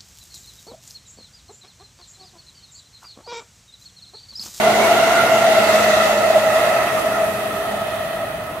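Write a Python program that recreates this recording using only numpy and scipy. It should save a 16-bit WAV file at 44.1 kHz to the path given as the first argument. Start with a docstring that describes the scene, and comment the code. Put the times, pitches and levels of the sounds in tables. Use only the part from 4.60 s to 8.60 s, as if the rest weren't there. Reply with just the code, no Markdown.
"""An electric commuter train rolls past an open station platform and draws away.
Its wheels run over rippled rail and howl: a ragged tone with overtones that sinks as the last car goes by.
Single wheels cry out; a purer howl carries back along the line. Underneath are rolling rumble, the
running gear's hum and the rush of steel on steel. Rails ring; a thin hiss and a faint whine linger."""
import sys
import numpy as np
from scipy import signal
from scipy.io import wavfile
from scipy.ndimage import uniform_filter1d

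SR = 44100
rng = np.random.default_rng(int(sys.argv[2]) if len(sys.argv) > 2 else 0)


def persist_wave(psi):
    """Save psi, clipped to +-1, as 16-bit WAV."""
    counts = np.round(np.clip(psi, -1, 1) * 32767).astype(np.int16)
    wavfile.write(sys.argv[1], SR, np.atleast_2d(counts).T)


N = 176400
TIME_S = np.arange(N) / SR


def from_db(db):
    """Decibels to gain."""
    return 10 ** (np.asarray(db) / 20)


def rms_one(x):
    """Scale to unit rms."""
    return x / np.sqrt(np.mean(np.abs(x) ** 2) + 1e-20)


def in_time(rows):
    """Each column of a curve at every sample."""
    times_s, *columns = np.transpose(rows)
    return [np.interp(TIME_S, times_s, column) for column in columns]


def at_hz(spectrum, hz):
    """Spectrum level in dB on a log-frequency axis; -30 dB/octave beyond its ends."""
    points_hz, db = np.transpose(spectrum)
    octaves_outside = max(0, np.log2(points_hz[0] / hz), np.log2(hz / points_hz[-1]))
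    return np.interp(np.log(hz), np.log(points_hz), db) - 30 * octaves_outside


def swell(peak_s, span_s):
    """Bell curve of height 1, down to 1/e at span_s either side of the peak."""
    return np.exp(-((TIME_S - peak_s) / span_s) ** 2)


def pan(db):
    """Channel gains for a left-minus-right level difference."""
    return from_db(np.array([[1], [-1]]) * db / 2)


def stereo(mid, side, correlation):
    """Two channels with a given correlation."""
    side_pair = side * np.array([[1], [-1]])
    return np.sqrt((1 + correlation) / 2) * mid + np.sqrt((1 - correlation) / 2) * side_pair


def drift(hz):
    """Slow random motion, rms 1: noise through a double one-pole low-pass at SR / 8."""
    pole = np.exp(-16 * np.pi * hz / SR)
    slow = signal.lfilter([1], [1, -2 * pole, pole * pole], rng.standard_normal(N // 8 + 6002))[6000:]
    return np.interp(np.arange(N) / 8, np.arange(len(slow)), rms_one(slow))


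def beating(width_hz):
    """Complex envelope of many sources spread over a band; rms 1."""
    lowpass = signal.butter(2, np.clip(width_hz / 2, .5, 1000), fs=SR / 8, output="sos")
    re, im = signal.sosfilt(lowpass, rng.standard_normal((2, N // 8 + 4002)))[:, 4000:]
    return rms_one(np.interp(np.arange(N) / 8, np.arange(len(re)), re + 1j * im))


def ragged_tone(hz, width_hz, correlation):
    """Many sources near one pitch, beating against each other; stereo, rms 1."""
    carrier = np.exp(2j * np.pi * np.cumsum(hz * np.ones(N)) / SR)
    mid = (beating(width_hz) * carrier).real
    side = (beating(width_hz) * carrier).real
    return rms_one(stereo(mid, side, correlation))


def evened(sound, steadiness):
    """Remove a share (0 to 1) of the slow level variation."""
    power = uniform_filter1d((sound ** 2).mean(0), size=5292)
    power = uniform_filter1d(power, size=3528) + 1e-9
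    return rms_one(sound / power ** (steadiness / 2)) * np.sqrt(power.mean())


# Howl pitch: t/s, fundamental/Hz, overtone spacing/Hz
HOWL_PITCH = [(0, 654.6, 695), (.35, 672.7, 691), (.65, 669, 688), (.9, 655, 675.8), (1.4, 641.6, 653.7),
              (2.1, 645.6, 646.6), (3, 645.3, 636.5), (4, 640, 637)]
# Fundamental envelope: t/s, level/dB
FUNDAMENTAL_ENVELOPE = [(0.0, -14), (0.3, -14.5), (0.6, -17), (0.9, -14), (1.2, -16), (1.5, -16.5),
                        (1.75, -15), (1.95, -16.5), (2.1, -15.5), (2.3, -21), (2.45, -21.5), (2.58, -18),
                        (2.75, -25), (2.9, -27), (3.1, -24), (3.35, -26.5), (3.65, -26.5), (4.0, -32.5)]
# Overtone envelope: t/s, level/dB
OVERTONE_ENVELOPE = [(0.0, -22.5), (0.22, -24), (0.42, -21.5), (0.6, -20.5), (0.75, -21.5), (0.95, -20.5),
                     (1.15, -19.5), (1.4, -19), (1.58, -22.5), (1.82, -24.5), (2.0, -21.5), (2.22, -23),
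                     (2.42, -27), (2.56, -25.7), (2.75, -29.5), (3.2, -31.5), (3.6, -31), (4.0, -38)]
# Bands around the fundamental: f/fundamental, width/Hz, relative level/dB
FUNDAMENTAL_BANDS = [(.988, 23.8, -5), (1.008, 78.5, -2.5), (1.1, 113, -14.5), (1.23, 139, -13.5)]
# Overtones: f/spacing, width/Hz, relative level/dB
OVERTONE_BANDS = [(2.01, 23, -11), (2.01, 163, -5), (2.98, 150, -9.5), (2.94, 380, -7), (4.02, 212, -12),
                  (4.9, 530, -24.5)]
# Throbs of the fundamental: t/s, span/s, gain/dB
HOWL_THROBS = [(0.877, 0.019, 2), (1.493, 0.019, 7.5), (1.76, 0.017, 3.5), (1.813, 0.017, -5),
               (2.642, 0.013, 3), (3.143, 0.01, 3.5), (3.195, 0.014, 1), (3.603, 0.021, 4)]


def rail_howl():
    """Every wheel crosses the ripples of the rail at nearly the same rate."""
    pitch_hz, spacing_hz = in_time(HOWL_PITCH)
    low_db, = in_time(FUNDAMENTAL_ENVELOPE)
    high_db, = in_time(OVERTONE_ENVELOPE)
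    throb_db = sum(db * swell(peak_s, span_s) for peak_s, span_s, db in HOWL_THROBS)
    low = sum(from_db(db) * ragged_tone(ratio * pitch_hz, width_hz, correlation=.89)
              for ratio, width_hz, db in FUNDAMENTAL_BANDS)
    high = sum(from_db(db) * ragged_tone(ratio * spacing_hz, width_hz, correlation=.5)
               for ratio, width_hz, db in OVERTONE_BANDS)
    fundamental = from_db(low_db + throb_db) * evened(low, steadiness=.5)
    overtones = from_db(high_db) * high * pan(db=-3)
    return fundamental + overtones


# Left-right likeness of the broad noise: f/Hz, correlation
NOISE_CORRELATION = [(60, .96), (200, 0.98), (400, 0.97), (750, 0.65), (1300, 0.67), (2400, -0.41),
                     (4400, -0.061), (15000, -0.066)]


def noise_bands():
    """Flickering stereo noise bands, the upper ones drifting right: (f/Hz, width/Hz, sound of rms 1)."""
    flicker_db, start_pan_db, pan_db_per_s = 1.16, -.1, -.35
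    treble_pan_db = start_pan_db + pan_db_per_s * TIME_S
    edges_hz = np.r_[np.geomspace(20, 2500, 19), np.linspace(2500, 16000, 19)[1:]]
    points_hz, correlations = np.transpose(NOISE_CORRELATION)
    white = rng.standard_normal((2, 2, N))
    bands = []
    for k, (low_hz, high_hz) in enumerate(zip(edges_hz, edges_hz[1:])):
        hz = np.sqrt(low_hz * high_hz)
        bandpass = signal.butter(2, [low_hz, high_hz], "band", fs=SR, output="sos")
        mid, side = signal.sosfilt(bandpass, white[k % 2])
        sound = stereo(mid, side, np.interp(np.log(hz), np.log(points_hz), correlations))
        sound *= pan(treble_pan_db * min(hz / 1000, 1))
        sound *= from_db(flicker_db * drift(hz=10))
        bands.append((hz, high_hz - low_hz, rms_one(sound)))
    return bands


def coloured(bands, layers):
    """Noise with the summed power of several layers, each (spectrum, level/dB)."""
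    band_powers = [0] * len(bands)
    for spectrum, db in layers:
        gains = np.array([from_db(at_hz(spectrum, hz)) * np.sqrt(width_hz) for hz, width_hz, _ in bands])
        shares = gains ** 2 / np.sum(gains ** 2)
        layer_power = from_db(db) ** 2
        band_powers = [power + share * layer_power for power, share in zip(band_powers, shares)]
    return sum(sound * np.sqrt(power) for (_, _, sound), power in zip(bands, band_powers))


# Rolling envelopes, before trim: t/s, rumble/dB, rush/dB, hiss/dB
ROLLING_ENVELOPES = [(0.0, -26.5, -28.5, -34), (0.25, -24, -29.5, -35), (0.45, -27.0, -28, -35.0),
                     (0.65, -26.5, -29.5, -34), (0.85, -30, -29, -36), (1.2, -28, -27, -32.5),
                     (1.42, -31.5, -28.5, -36.5), (1.6, -31.5, -31.5, -36), (1.85, -31.5, -32.5, -37.0),
                     (2.0, -30, -33, -35), (2.2, -29.5, -34.5, -36.5), (2.5, -33.5, -37, -38),
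                     (2.8, -34.3, -40.5, -38), (3.2, -37.5, -42.5, -40.5), (3.6, -40, -46, -43),
                     (4.0, -39.5, -49.5, -45.5)]
# Flares of rush and hiss: t/s, span/s, gain/dB
TREBLE_FLARES = [(0.245, 0.044, 2), (1.457, 0.043, 1.5), (1.984, 0.092, 1.5), (2.396, 0.024, 2.5)]
# Wheel and track rumble: f/Hz, relative density/dB
RUMBLE_SPECTRUM = [(100, -11), (180, -9.5), (270, -4), (420, 1), (560, -1), (820, -3), (1100, 0),
                   (1600, -7.5), (2400, -8), (3300, -12), (4500, -29.5), (7000, -49)]
# Steel-on-steel rush: f/Hz, relative density/dB
RUSH_SPECTRUM = [(900, -12), (2000, -11), (3000, 2.5), (3900, 2.5), (5300, -4.5), (6200, -1.5), (8000, -7),
                 (10000, -17.5), (15000, -29)]
# Thin hiss: f/Hz, relative density/dB
HISS_SPECTRUM = [(4000, -28), (7500, -9), (8700, -2), (9700, -2.5), (10700, 0.5), (12500, -1.5),
                 (14700, -5), (15600, -14)]
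# Station and ground drone: f/Hz, relative density/dB
DRONE_SPECTRUM = [(22, -20), (35, -9), (55, 0.5), (80, -1), (105, 3.5), (170, 4), (260, 0.5), (600, -23),
                  (2000, -37)]


def rolling_noise():
    """Rumble of wheels and track, contact rush and lingering hiss over the station's steady drone."""
    rumble_trim_db, rush_trim_db, hiss_trim_db, drone_db = 5.5, 2, .5, -38
    rumble_db, rush_db, hiss_db = in_time(ROLLING_ENVELOPES)
    flare_db = sum(db * swell(peak_s, span_s) for peak_s, span_s, db in TREBLE_FLARES)
    flutter_db = .5 * drift(hz=29)   # wheel roughness
    layers = [(RUMBLE_SPECTRUM, rumble_db + rumble_trim_db),
              (RUSH_SPECTRUM, rush_db + rush_trim_db + flare_db + flutter_db),
              (HISS_SPECTRUM, hiss_db + hiss_trim_db + flare_db + flutter_db),
              (DRONE_SPECTRUM, drone_db)]
    return coloured(noise_bands(), layers)


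# Running gear envelope: t/s, level/dB
GEAR_ENVELOPE = [(0.0, -26.5), (0.5, -34), (0.75, -34.5), (1.0, -30.5), (1.5, -32.5), (2.0, -39.3),
                 (2.5, -39), (3.0, -39), (4.0, -51.5)]
# Rough partials: f/hum pitch, width/Hz, relative level/dB
GEAR_PARTIALS = [(1, 31, -7.5), (1.66, 30, -13.5), (2.04, 39.6, -6)]


def gear_hum():
    """Running gear under the cars: a clean core in rough partials, sagging as the train recedes."""
    start_hz, sag_hz_per_s, waver_hz, core_db = 217, 3, 1.5, -3.5
    level_db, = in_time(GEAR_ENVELOPE)
    pitch_hz = start_hz - sag_hz_per_s * TIME_S
    core_hz = pitch_hz + waver_hz * drift(hz=4.9)
    core = np.sqrt(2) * np.sin(2 * np.pi * np.cumsum(core_hz) / SR)
    rough = sum(from_db(db) * ragged_tone(ratio * pitch_hz, width_hz, correlation=.93)
                for ratio, width_hz, db in GEAR_PARTIALS)
    return from_db(level_db) * (from_db(core_db) * core + evened(rough, steadiness=.6))


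# Platform hum: f/Hz, width/Hz, level/dB
PLATFORM_HUM = [(102.6, 14, -48.5)]


def platform_tones():
    """A faint hum and a very high whine that stay around the platform."""
    whine_hz, whine_db = 15734, -62
    hum = sum(from_db(db) * evened(ragged_tone(hz, width_hz, correlation=.98), steadiness=.7)
              for hz, width_hz, db in PLATFORM_HUM)
    whine = np.sqrt(2) * np.sin(2 * np.pi * whine_hz * TIME_S)
    return hum + from_db(whine_db) * whine


# High rail resonances: f/Hz, width/Hz, level/dB re hiss envelope
HIGH_RAIL_MODES = [(8560, 300, -18), (10580, 540, -16), (11100, 400, -21)]
# Rail resonances behind the train: f/Hz, width/Hz, peak level/dB
LATE_RAIL_MODES = [(3060, 227, -45), (3490, 260, -46), (4180, 600, -49.5)]


def ringing_rails():
    """Rail resonances: some follow the hiss, others swell once the train has gone by."""
    _, _, hiss_db = in_time(ROLLING_ENVELOPES)
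    high = sum(from_db(db) * ragged_tone(hz, width_hz, correlation=0)
               for hz, width_hz, db in HIGH_RAIL_MODES)
    late = sum(from_db(db) * ragged_tone(hz, width_hz, correlation=0)
               for hz, width_hz, db in LATE_RAIL_MODES)
    return (from_db(hiss_db) * high + swell(peak_s=3.284, span_s=.59) * late) * pan(db=-4.5)


# Wheel cries: t/s, span/s, f/Hz, peak level/dB
CRIES = [(0.235, .04, 2210, -26), (0.597, .035, 1410, -18.5), (1.39, 0.053, 1288, -26),
         (2.385, 0.029, 1197, -26.5), (2.55, 0.028, 1422, -28)]


def wheel_cries():
    """Single wheels cry out briefly above the howl."""
    cries = np.zeros((2, N))
    for peak_s, span_s, hz, db in CRIES:
        tone = evened(ragged_tone(hz, width_hz=80, correlation=.5), steadiness=1)
        cries += from_db(db) * swell(peak_s, span_s) * tone
    return cries * pan(db=-3)


# Passing tones: t/s, span/s, f/Hz, width/Hz, peak level/dB
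TONE_SWELLS = [(0.28, 0.26, 440, 38, -31.5), (2.79, 0.63, 412, 4.2, -40), (2.5, .55, 8260, 200, -53)]


def passing_tones():
    """Two faint low tones and a high sizzle rise and fade as the train moves on."""
    tones = np.zeros((2, N))
    for peak_s, span_s, hz, width_hz, db in TONE_SWELLS:
        tone = evened(ragged_tone(hz, width_hz, correlation=.96), steadiness=.59)
        tones += from_db(db) * swell(peak_s, span_s) * tone
    return tones


# Distant howl: f/Hz, width/Hz, peak level/dB
FAR_HOWL_BANDS = [(634, 10.5, -35), (658.5, 15, -32.5), (1291, 39, -38), (1275, 11, -45)]


def far_howl():
    """The howl carries back along the line, purer because all wheels recede alike."""
    tones = sum(from_db(db) * evened(ragged_tone(hz, width_hz, correlation=.72), steadiness=.38)
                for hz, width_hz, db in FAR_HOWL_BANDS)
    return tones * swell(peak_s=2.38, span_s=1.84) * pan(db=1)


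def scene():
    """Train and station together."""
    return (rail_howl() + rolling_noise() + gear_hum() + platform_tones()
            + ringing_rails() + wheel_cries() + passing_tones() + far_howl())


def record(dry):
    """Steep low-pass on the top treble."""
    cutoff_hz = 15780
    return signal.sosfilt(signal.ellip(12, .1, 80, cutoff_hz, fs=SR, output="sos"), dry)


dry = scene()
out = record(dry)
persist_wave(out)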